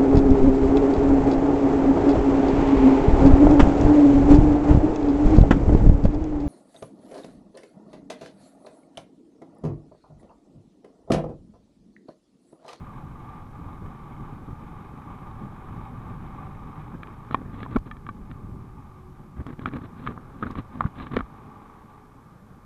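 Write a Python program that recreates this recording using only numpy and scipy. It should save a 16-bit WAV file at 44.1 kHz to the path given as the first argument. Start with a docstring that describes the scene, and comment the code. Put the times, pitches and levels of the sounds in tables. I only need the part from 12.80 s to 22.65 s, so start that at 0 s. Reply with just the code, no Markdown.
"""On a country road, a single-cylinder motorcycle cruises, heard from a cased camera on the rider.
Engine clatter is noise pulsed by the firings and lifted by the case resonances; the throttle eases,
opens again and closes. Wind is lumpy noise, split into large and small eddies, over a soft rush.
A gloved hand takes hold of the camera and tilts it: stick-slip jerks rub the case, seams snag on it,
knocks ring its modes and shoves thump it."""
import sys
import numpy as np
from scipy import signal
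from scipy.fft import rfft, irfft, next_fast_len
from scipy.io import wavfile
from scipy.ndimage import uniform_filter1d, map_coordinates

SR = 44100
rng = np.random.default_rng(int(sys.argv[2]) if len(sys.argv) > 2 else 0)


def generate_wav(signal):
    """Clip the signal to [-1, 1] and save it as 16-bit WAV at the path in sys.argv[1]."""
    frames = np.transpose(np.atleast_2d(signal))
    scaled = np.clip(frames, -1, 1) * 32767
    pcm = np.round(scaled).astype(np.int16)
    wavfile.write(sys.argv[1], SR, pcm)


N = 434385
TIME = np.arange(N) / SR

# Airflow past the rider, which drives both the buffeting and the rush.
# Each row: time [s], airflow level before each layer's trim [dB].
AIRFLOW = [(0, -40.5), (2.3, -40), (3.4, -37.5), (4.4, -41), (5.6, -39), (6.25, -46), (7.2, -43),
           (9.15, -50.5), (9.85, -48)]
# Strokes of the glove on the case.
# Each row: start [s], end [s], force [dB], bite [dB] (low for a soft drag, high for a scratch).
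STROKES = [(4.139, 4.156, -31, -20), (4.51, 4.545, -37, 8.5), (4.548, 4.723, -39, -35),
           (4.712, 4.871, -40.5, 4), (4.89, 4.974, -36.5, -0.5), (5.058, 5.085, -37.5, -2),
           (5.498, 5.532, -44, -5), (6.563, 6.624, -36, -14), (6.667, 6.741, -38, -4),
           (6.782, 6.844, -41.5, 0), (6.857, 6.885, -32, -2), (6.914, 6.994, -33, -4.5),
           (7.005, 7.066, -39, 0), (7.16, 7.273, -43, 4), (7.272, 7.326, -33.5, -5),
           (7.594, 7.74, -36, 0.5), (7.759, 7.811, -31.5, 2.5), (7.927, 8, -41, -7),
           (7.999, 8.086, -36, -5), (8.158, 8.28, -39.5, 9.5), (8.314, 8.411, -31, 0.5)]
# share of the bite that reaches the scrape and the snags
SCRAPE_BITE = 0.38


def gain_of(db):
    """Turns decibels into an amplitude factor."""
    return 10 ** (np.asarray(db) / 20)


def evened(x):
    """Scales a signal to rms 1."""
    return x / np.sqrt(np.mean(x ** 2) + 1e-20)


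def curve(rows):
    """Draws a control curve through (time, value) rows, one value a sample."""
    return np.interp(TIME, *np.transpose(rows))


def add(mix, s, sound):
    """Mixes a sound in at time s, in seconds."""
    part = mix[round(s * SR):][:len(sound)]
    part += sound[:len(part)]


def coloured(x, points, peaks=()):
    """Filters by a spectrum drawn over log frequency, lifted by bell-shaped resonances."""
    size = next_fast_len(len(x))
    hz = np.fft.rfftfreq(size, 1 / SR)
    point_hz, point_db = np.transpose(points)
    db = np.interp(np.log(hz + 1), np.log(point_hz), point_db)
    for centre, width, lift in peaks:
        db = db + lift / (1 + (2 * (hz - centre) / width) ** 2)
    return irfft(rfft(x, size) * gain_of(db), size)[:len(x)]


def drift(rate):
    """Wanders at random with rms 1, heading for a new value rate times a second."""
    return evened(np.interp(TIME * rate, np.arange(N), rng.standard_normal(N)))


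def engine(level_db=1.5, beat=0.89, beat_decay=0.15, drone_db=-7, flutter_db=1.16):
    """Each firing and each return of the piston rattles the engine; a repeating share makes the drone."""
    # Engine speed. Each row: time [s], rate [firings per second].
    firing = [(0, 22.3), (3, 24.2), (3.9, 24.45), (4.6, 24.3), (5.5, 23.2), (6.5, 21.2), (7.3, 22),
              (8.5, 25.3), (9.2, 24.95), (9.85, 24)]
    # Throttle held, eased, opened again and closed. Each row: time [s], engine level before trim [dB].
    load = [(0.0, -47.5), (0.63, -49.5), (3.7, -46), (4.91, -52), (5.1, -56.5), (6.01, -53), (6.67, -57.5),
            (6.88, -53.5), (7.76, -52), (9.0, -51.5), (9.38, -57.5), (9.85, -58.5)]
    # Tone of the engine clatter. Each row: frequency [Hz], relative density [dB per Hz].
    clatter = [(60, -13), (250, 6.5), (420, -3), (520, -8), (715, -7.5), (770, -1.5), (1100, 0.5),
               (1340, -7.5), (1650, -11), (1950, -16.5), (2450, -15), (2780, -26.5), (3800, -26),
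               (4500, -45)]
    # Camera-case resonances that lift the clatter. Each row: frequency [Hz], width [Hz], lift [dB].
    case_peaks = [(751, 43, 4.5), (846, 79, 6), (1187.4, 130, 10.5), (2176, 68, 5.5), (3020, 190, 4.5)]
    # Gear whine. Each row: time [s], level about which it flutters [dB].
    whine = [(0, -92), (2.2, -66), (4, -68), (5.9, -63), (6.6, -60.5), (8, -68.5), (8.9, -62),
             (9.85, -76.5)]

    speed = curve(firing) * (1 + 0.001154 * drift(14))
    cycles = np.cumsum(speed) / SR
    # beat_decay is a share of one firing cycle
    firing_blow = np.exp(-(cycles % 1) / beat_decay)
    return_blow = 0.3 * np.exp(-((cycles + .5) % 1) / beat_decay)
    rattle = (1 + beat * (firing_blow + return_blow)) * rng.standard_normal(N)

    # the same noise waveform, read once a firing
    one_cycle = rng.standard_normal(2048)
    drone = map_coordinates(one_cycle, [(cycles % 1) * len(one_cycle)], order=3, mode="grid-wrap")
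    source = evened(rattle) + gain_of(drone_db) * drone
    body = evened(coloured(source, clatter, case_peaks))
    body = body * gain_of(curve(load) + level_db + flutter_db * drift(16))

    # 17 gear-whine periods per firing
    gear = np.sqrt(2) * np.sin(2 * np.pi * 17 * cycles)
    return body + gear * gain_of(curve(whine) + 2.4 * drift(20))


def wind(level_db=-0.8, lumpy_db=-0.5, gusty_db=3.0, swell_db=0.57):
    """Eddies off the windscreen strike the case in lumps: large ones rumble, small ones flutter."""
    # Tone of the large eddies. Each row: frequency [Hz], relative density [dB per Hz].
    buffet = [(8, -7.5), (25, -0.5), (55, -3.5), (105, -2), (150, -4), (220, -19), (400, -32), (1000, -65)]
    # Tone of the small eddies. Each row: frequency [Hz], relative density [dB per Hz].
    flutter = [(40, -22), (100, -3.5), (150, 0.5), (220, -1), (280, -7), (400, -17), (600, -24.5),
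               (1500, -74)]
    # Loudest gusts on the case. Each row: middle [s], level [dB], half length to 1/e [s].
    gusts = [(0.825, -36.5, 0.13), (1.061, -31, 0.041), (1.403, -35.5, 0.048), (1.71, -33, 0.043),
             (2.65, -35, 0.052), (2.97, -33, 0.035), (5.7, -35.5, 0.11)]
    # power share (0-1) of small eddies that hum in the case, level and tipped down
    small_level, small_tipped = 0.58, 0.19

    large = evened(coloured(rng.standard_normal(N) * gain_of(lumpy_db * drift(35)), buffet))
    small = evened(coloured(rng.standard_normal(N) * gain_of(gusty_db * drift(45)), flutter))
    share = small_level + (small_tipped - small_level) * tilt()
    force = gain_of(curve(AIRFLOW) + level_db + swell_db * drift(11))
    for s, db, length in gusts:
        gust = gain_of(db) * np.exp(-((TIME - s) / length) ** 2)
        force = np.maximum(force, gust)
    return (np.sqrt(1 - share) * large + np.sqrt(share) * small) * force


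def tilt():
    """Tells how far the camera is tipped down towards the tank, 0-1."""
    # Each row: time [s], tilt [0-1].
    tipping = [(4.6, 0.5), (5.3, 0.83), (6, 0.97), (6.5, 0.57), (7.1, 0.12), (8.5, 0)]
    return np.clip(curve(tipping), 0, 1)


def glove(slips_per_s=1700, uneven_db=3.5, fade_s=0.016, arch_db=8, linger_s=0.099, linger=0.16, waver_db=1.0):
    """The glove sticks and slips: tiny jerks of uneven size shake the mount, the wall and the corners."""
    # Spectra of a stroke in the case: low shudder, scrape, a flaring upper wall resonance, fine grit.
    # Each row: frequency [Hz], relative density [dB per Hz].
    shudder = [(10, -21), (30, -3.5), (80, -1.5), (150, 1.5), (200, -7), (245, 3.5), (285, -3.5), (330, -9),
               (500, -20), (800, -40), (2000, -74)]
    scrape = [(300, -12.5), (700, -6), (950, -4.5), (1170, 6.5), (1400, -9), (1750, -14.5), (2300, -15),
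              (3000, -30), (6000, -69)]
    flare = [(1200, -30), (1550, 3), (1780, 0), (2000, -9), (2600, -36)]
    grit = [(1000, -41), (2200, 4), (2800, 5.5), (3600, 9.5), (4100, 5.5), (4600, -16), (7000, -33),
            (14000, -41)]
    # Each row: spectrum, level against the force in dB, share of the bite added, swing in dB.
    parts = [(shudder, 0, 0, waver_db),
             (scrape, -11.5, SCRAPE_BITE, waver_db),
             (flare, -27, 0, 5),
             (grit, -30, 1, waver_db)]

    jerks = rng.choice([-1, 1], N) * (rng.random(N) < slips_per_s / SR)
    friction = jerks * gain_of(uneven_db * np.clip(drift(160), -2, 2))
    out = np.zeros(N)
    for colour, offset_db, bite_share, swing_db in parts:
        # the point of contact wanders, so each part of the case swells by itself
        shaking = coloured(friction, colour) * gain_of(swing_db * drift(60))
        pressure = np.zeros(N)
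        for start, end, force_db, bite_db in STROKES:
            span = slice(round(start * SR), round(max(end, start + .01) * SR))
            # the hand presses hardest in the middle of a stroke
            arch = gain_of(arch_db * np.sin(np.linspace(0, np.pi, span.stop - span.start)))
            force = gain_of(force_db + offset_db + bite_share * bite_db)
            pressure[span] = force * arch / (np.std(arch * shaking[span]) + 1e-9)
        press = uniform_filter1d(pressure, max(round(fade_s * SR), 1))
        # the glove also brushes the case lightly before and after each stroke
        brush = uniform_filter1d(press, max(round(linger_s * SR), 1))
        out += shaking * ((1 - linger) * press + linger * brush)
    return out


def snags(spread_db=8.0, count=4):
    """Now and then a seam of the glove catches during a stroke and gives the case a small blow."""
    snags_per_s, snag_db = 14, -4.5  # average rate; level against the stroke's force
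    force = np.zeros(N)
    for start, end, force_db, bite_db in STROKES:
        force[round(start * SR):round(end * SR)] = gain_of(force_db + snag_db + SCRAPE_BITE * bite_db)
    out = np.zeros(N)
    # count different blows share the catches
    for _ in range(count):
        caught = rng.random(N) < snags_per_s / count / SR
        catches = caught * gain_of(spread_db * rng.uniform(-1.5, 1, N))
        impact = blow(hz=1300, weight_db=0, hard_db=-25, length=0.74)
        out += signal.oaconvolve(catches * force, impact)[:N]
    return out


def knocks(lead_s=0.00037):
    """Fingers knock on the plastic case with a tick, and it sometimes chatters; now and then the mount's joint
    clicks."""
    # Knocks on the case. Each row: time [s], wall peak level [dB], wall pitch [Hz],
    # weight on the mount [dB], hardness [dB], ring length [factor], rebounds [count].
    hits = [(4.2317, -31, 1280, -9, -1.5, 1.6, 0), (4.2717, -40, 1230, -15, -1, 1, 0),
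            (4.51, -27, 1310, 0, -12.5, 1.2, 0), (4.545, -9.5, 1130, -7, -12.5, 1.56, 0),
            (4.8299, -32, 1250, 6.5, 1.5, 1.7, 0), (4.862, -27, 1130, -7, -32, 1.5, 0),
            (4.9616, -19, 1350, 6, -10, 1.3, 0), (4.9665, -22, 1130, 13.5, -12, 2.2, 0),
            (5.112, -32.5, 1310, -18, -1, 4.1, 0), (5.1677, -43, 1290, 6, -2, 1.4, 0),
            (5.2655, -31, 1210, -21, -9, 3.1, 0), (5.2892, -24.5, 1196, -8, -14, 4.3, 0),
            (5.513, -37.5, 1350, -15, -4, 1.8, 0), (6.6657, -31.5, 1190, 5, -9, 0.83, 0),
            (6.7934, -42, 1220, 16.5, 4.5, 0.64, 0), (6.858, -15, 1360, -8, -10.5, 1.1, 2),
            (6.887, -38, 1290, 3, 3, 0.68, 0), (6.9359, -42, 1170, 18.5, 8, 1, 0),
            (7.265, -25, 1250, -20, -9, 2.4, 0), (7.273, -19, 1274, -16, -8, 2.2, 0),
            (7.3766, -29.5, 1150, -2, -32, 1.2, 0), (7.626, -20.5, 1247, 1, -20, 3.9, 0),
            (7.635, -24, 1530, 4, -20, 0.86, 1), (7.6667, -29, 1380, -8, -16, 1.7, 1),
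            (7.7053, -32, 1140, 2, -32, 1.3, 0), (7.754, -28.5, 1200, -5, -10, 1.4, 0),
            (8.0075, -10.5, 1166, -18, -22, 1.05, 1), (8.04, -25.5, 1130, -8, -24, 2.4, 1),
            (8.0605, -28.5, 1350, -7, -21, 0.71, 0), (8.199, -34, 1180, -2, -0.5, 1.2, 0),
            (8.2676, -34.5, 1180, -2, -1, 1.1, 0), (8.3662, -16.5, 1190, 0.5, -2.5, 0.62, 0),
            (8.3708, -26, 1380, 5.5, -9, 0.84, 0), (8.39, -25.5, 1430, -14, -6, 0.7, 0),
            (8.4062, -20.5, 1220, -2.5, -13.5, 2.3, 0)]
    # Clicks of the camera mount's joint, each the same crack as a knock's tick. Each row: time [s], gain on the
    # tick [dB].
    extra_ticks = [(4.963, -45), (4.984, -49), (6.667, -51), (7.71, -46), (8.3665, -47)]
    # chatter: gap between rebounds, first one's level against the knock, change at each further one
    rebound_s, rebound_db, rebound_step_db = .0098, -16, -7
    # tick: level against the knock, and dB more per dB of hardness
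    tick_db, tick_per_hard = -32, 0.55

    out = np.zeros(N)
    for s, db, hz, weight_db, hard_db, length, count in hits:
        contact = gain_of(tick_db + tick_per_hard * hard_db) * tick()
        impact = contact + blow(hz, weight_db, hard_db, length)
        add(out, s - lead_s, gain_of(db) * impact)
        for k in range(round(count)):
            bounce_db = db + rebound_db + k * rebound_step_db
            bounce = gain_of(bounce_db) * blow(hz, weight_db, hard_db, length)
            add(out, s + (k + 1) * rebound_s, bounce)
    for s, db in extra_ticks:
        add(out, s, gain_of(db) * tick())
    return out


def tick(decay_s=.0025, rise_s=.0008):
    """Hard plastic cracks: a short burst of bright noise."""
    # Each row: frequency [Hz], relative density [dB per Hz].
    crack = [(1000, 18), (4500, 6.5), (7500, -0.5), (9500, -5.5), (14000, -10)]
    t = np.arange(SR // 10) / SR
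    noise = coloured(rng.standard_normal(len(t)), crack)
    return noise * np.exp(-t / decay_s) * (1 - np.exp(-t / rise_s))


def blow(hz, weight_db, hard_db, length):
    """One blow rings the case's wall, mount and corners; more length stretches it towards a short creak."""
    # Modes of the mount. Each row: frequency [Hz], relative level [dB], 60 dB decay time [s].
    mount_modes = [(136, -13, 0.035), (244.7, -1, 0.022), (373, -1, 0.0087), (576, -14.5, 0.014)]
    # Modes of the wall. Each row: multiple of its pitch, relative level [dB],
    # 60 dB decay time before the length factor [s].
    wall_modes = [(.7, -15, 0.036), (.98, 11.5, 0.0091), (1.34, -0.5, 0.0085)]
    # Modes of the corners. Each row: frequency [Hz], relative level [dB],
    # 60 dB decay time before the root of the length factor [s].
    corner_modes = [(1730, 6.5, 0.026), (2307, 9.5, 0.015), (2720, 3.5, 0.0091), (3210, 1, 0.014),
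                    (3410, -4.5, 0.017), (3810, -3, 0.012), (5300, -29, 0.0069), (6330, -27, 0.011)]
    length = max(length, .3)
    wall = ring(wall_modes, rise=0.00093, pitch=hz, length=length)
    mount = gain_of(weight_db) * ring(mount_modes, rise=0.0016)
    corners = gain_of(hard_db) * ring(corner_modes, rise=0.00055, length=np.sqrt(length))
    return -(wall + mount + corners)


def ring(modes, rise, pitch=1, length=1):
    """Dying modes with a soft start, peak 1; each blow lands on another spot and so mixes them differently."""
    t = np.arange(SR // 10) / SR
    sound = np.zeros(len(t))
    for hz, db, t60 in modes:
        level_chance, pitch_chance = rng.standard_normal(2)
        level = gain_of(db + 1.5 * level_chance - 60 * t / (t60 * length))
        sound += level * np.sin(2 * np.pi * hz * pitch * (1 + .025 * pitch_chance) * t)
    sound = sound * (1 - np.exp(-(t / rise) ** 2))
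    return sound / abs(sound).max()


def thumps():
    """A shove pushes the case one way on its mount and lets it swing back."""
    # Each row: middle [s], peak level [dB], pitch [Hz], half length to 1/e [s].
    shoves = [(4.9655, -8, 227, 0.007), (4.98, -22.5, 36, 0.018), (6.6, -27.5, 72.5, 0.018),
              (7.788, -23, 169, 0.0015), (8.0555, -13.5, 111, 0.0031), (8.37, -14.5, 428, 0.0019),
              (8.43, -32, 45.3, 0.018)]
    out = np.zeros(N)
    t = np.arange(-SR // 10, SR // 10) / SR
    for s, db, hz, length in shoves:
        swing = np.sin(2 * np.pi * hz * t) * np.exp(-(t / length) ** 2)
        add(out, s + t[0], gain_of(db) * swing / abs(swing).max())
    return out


def rush(flutter_db=1):
    """Air and tyres roar softly, less as the airflow drops and when the camera faces down."""
    # Each row: frequency [Hz], relative density [dB per Hz].
    roar = [(100, 0.5), (300, -1.5), (480, 2), (680, -3.5), (1000, -17), (1250, -0.5), (1600, -6.5),
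            (2000, -16), (2700, -26), (3700, -25.5), (4600, -38)]
    cruise_db, rush_db = -41, -53  # airflow at cruising speed, and the rush level it gives
    shelter_db = -16  # when fully tipped down
    level_db = rush_db + (curve(AIRFLOW) - cruise_db) + shelter_db * tilt()
    noise = evened(coloured(rng.standard_normal(N), roar))
    return noise * gain_of(level_db + flutter_db * drift(25))


def scene():
    """Sums the ride and the handling at one microphone."""
    ride = engine() + wind() + rush()
    handling = glove() + snags() + knocks() + thumps()
    return (ride + handling)[None]


def record(dry, hiss_db=-73):
    """Adds the microphone's own hiss, then limits the band with a steep lowpass."""
    # Each row: frequency in Hz, relative density in dB per Hz.
    hiss_tone = [(1000, 2.5), (5000, 2.5), (8000, 0), (13000, -.5), (14200, -6), (15500, -26)]
    edge_hz = 15300
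    hiss = evened(coloured(rng.standard_normal(N), hiss_tone))
    lowpass = signal.firwin(151, edge_hz, window=("kaiser", 8), fs=SR)
    return signal.oaconvolve(dry + gain_of(hiss_db) * hiss, lowpass[None], "same")


dry = scene()
out = record(dry)
generate_wav(out)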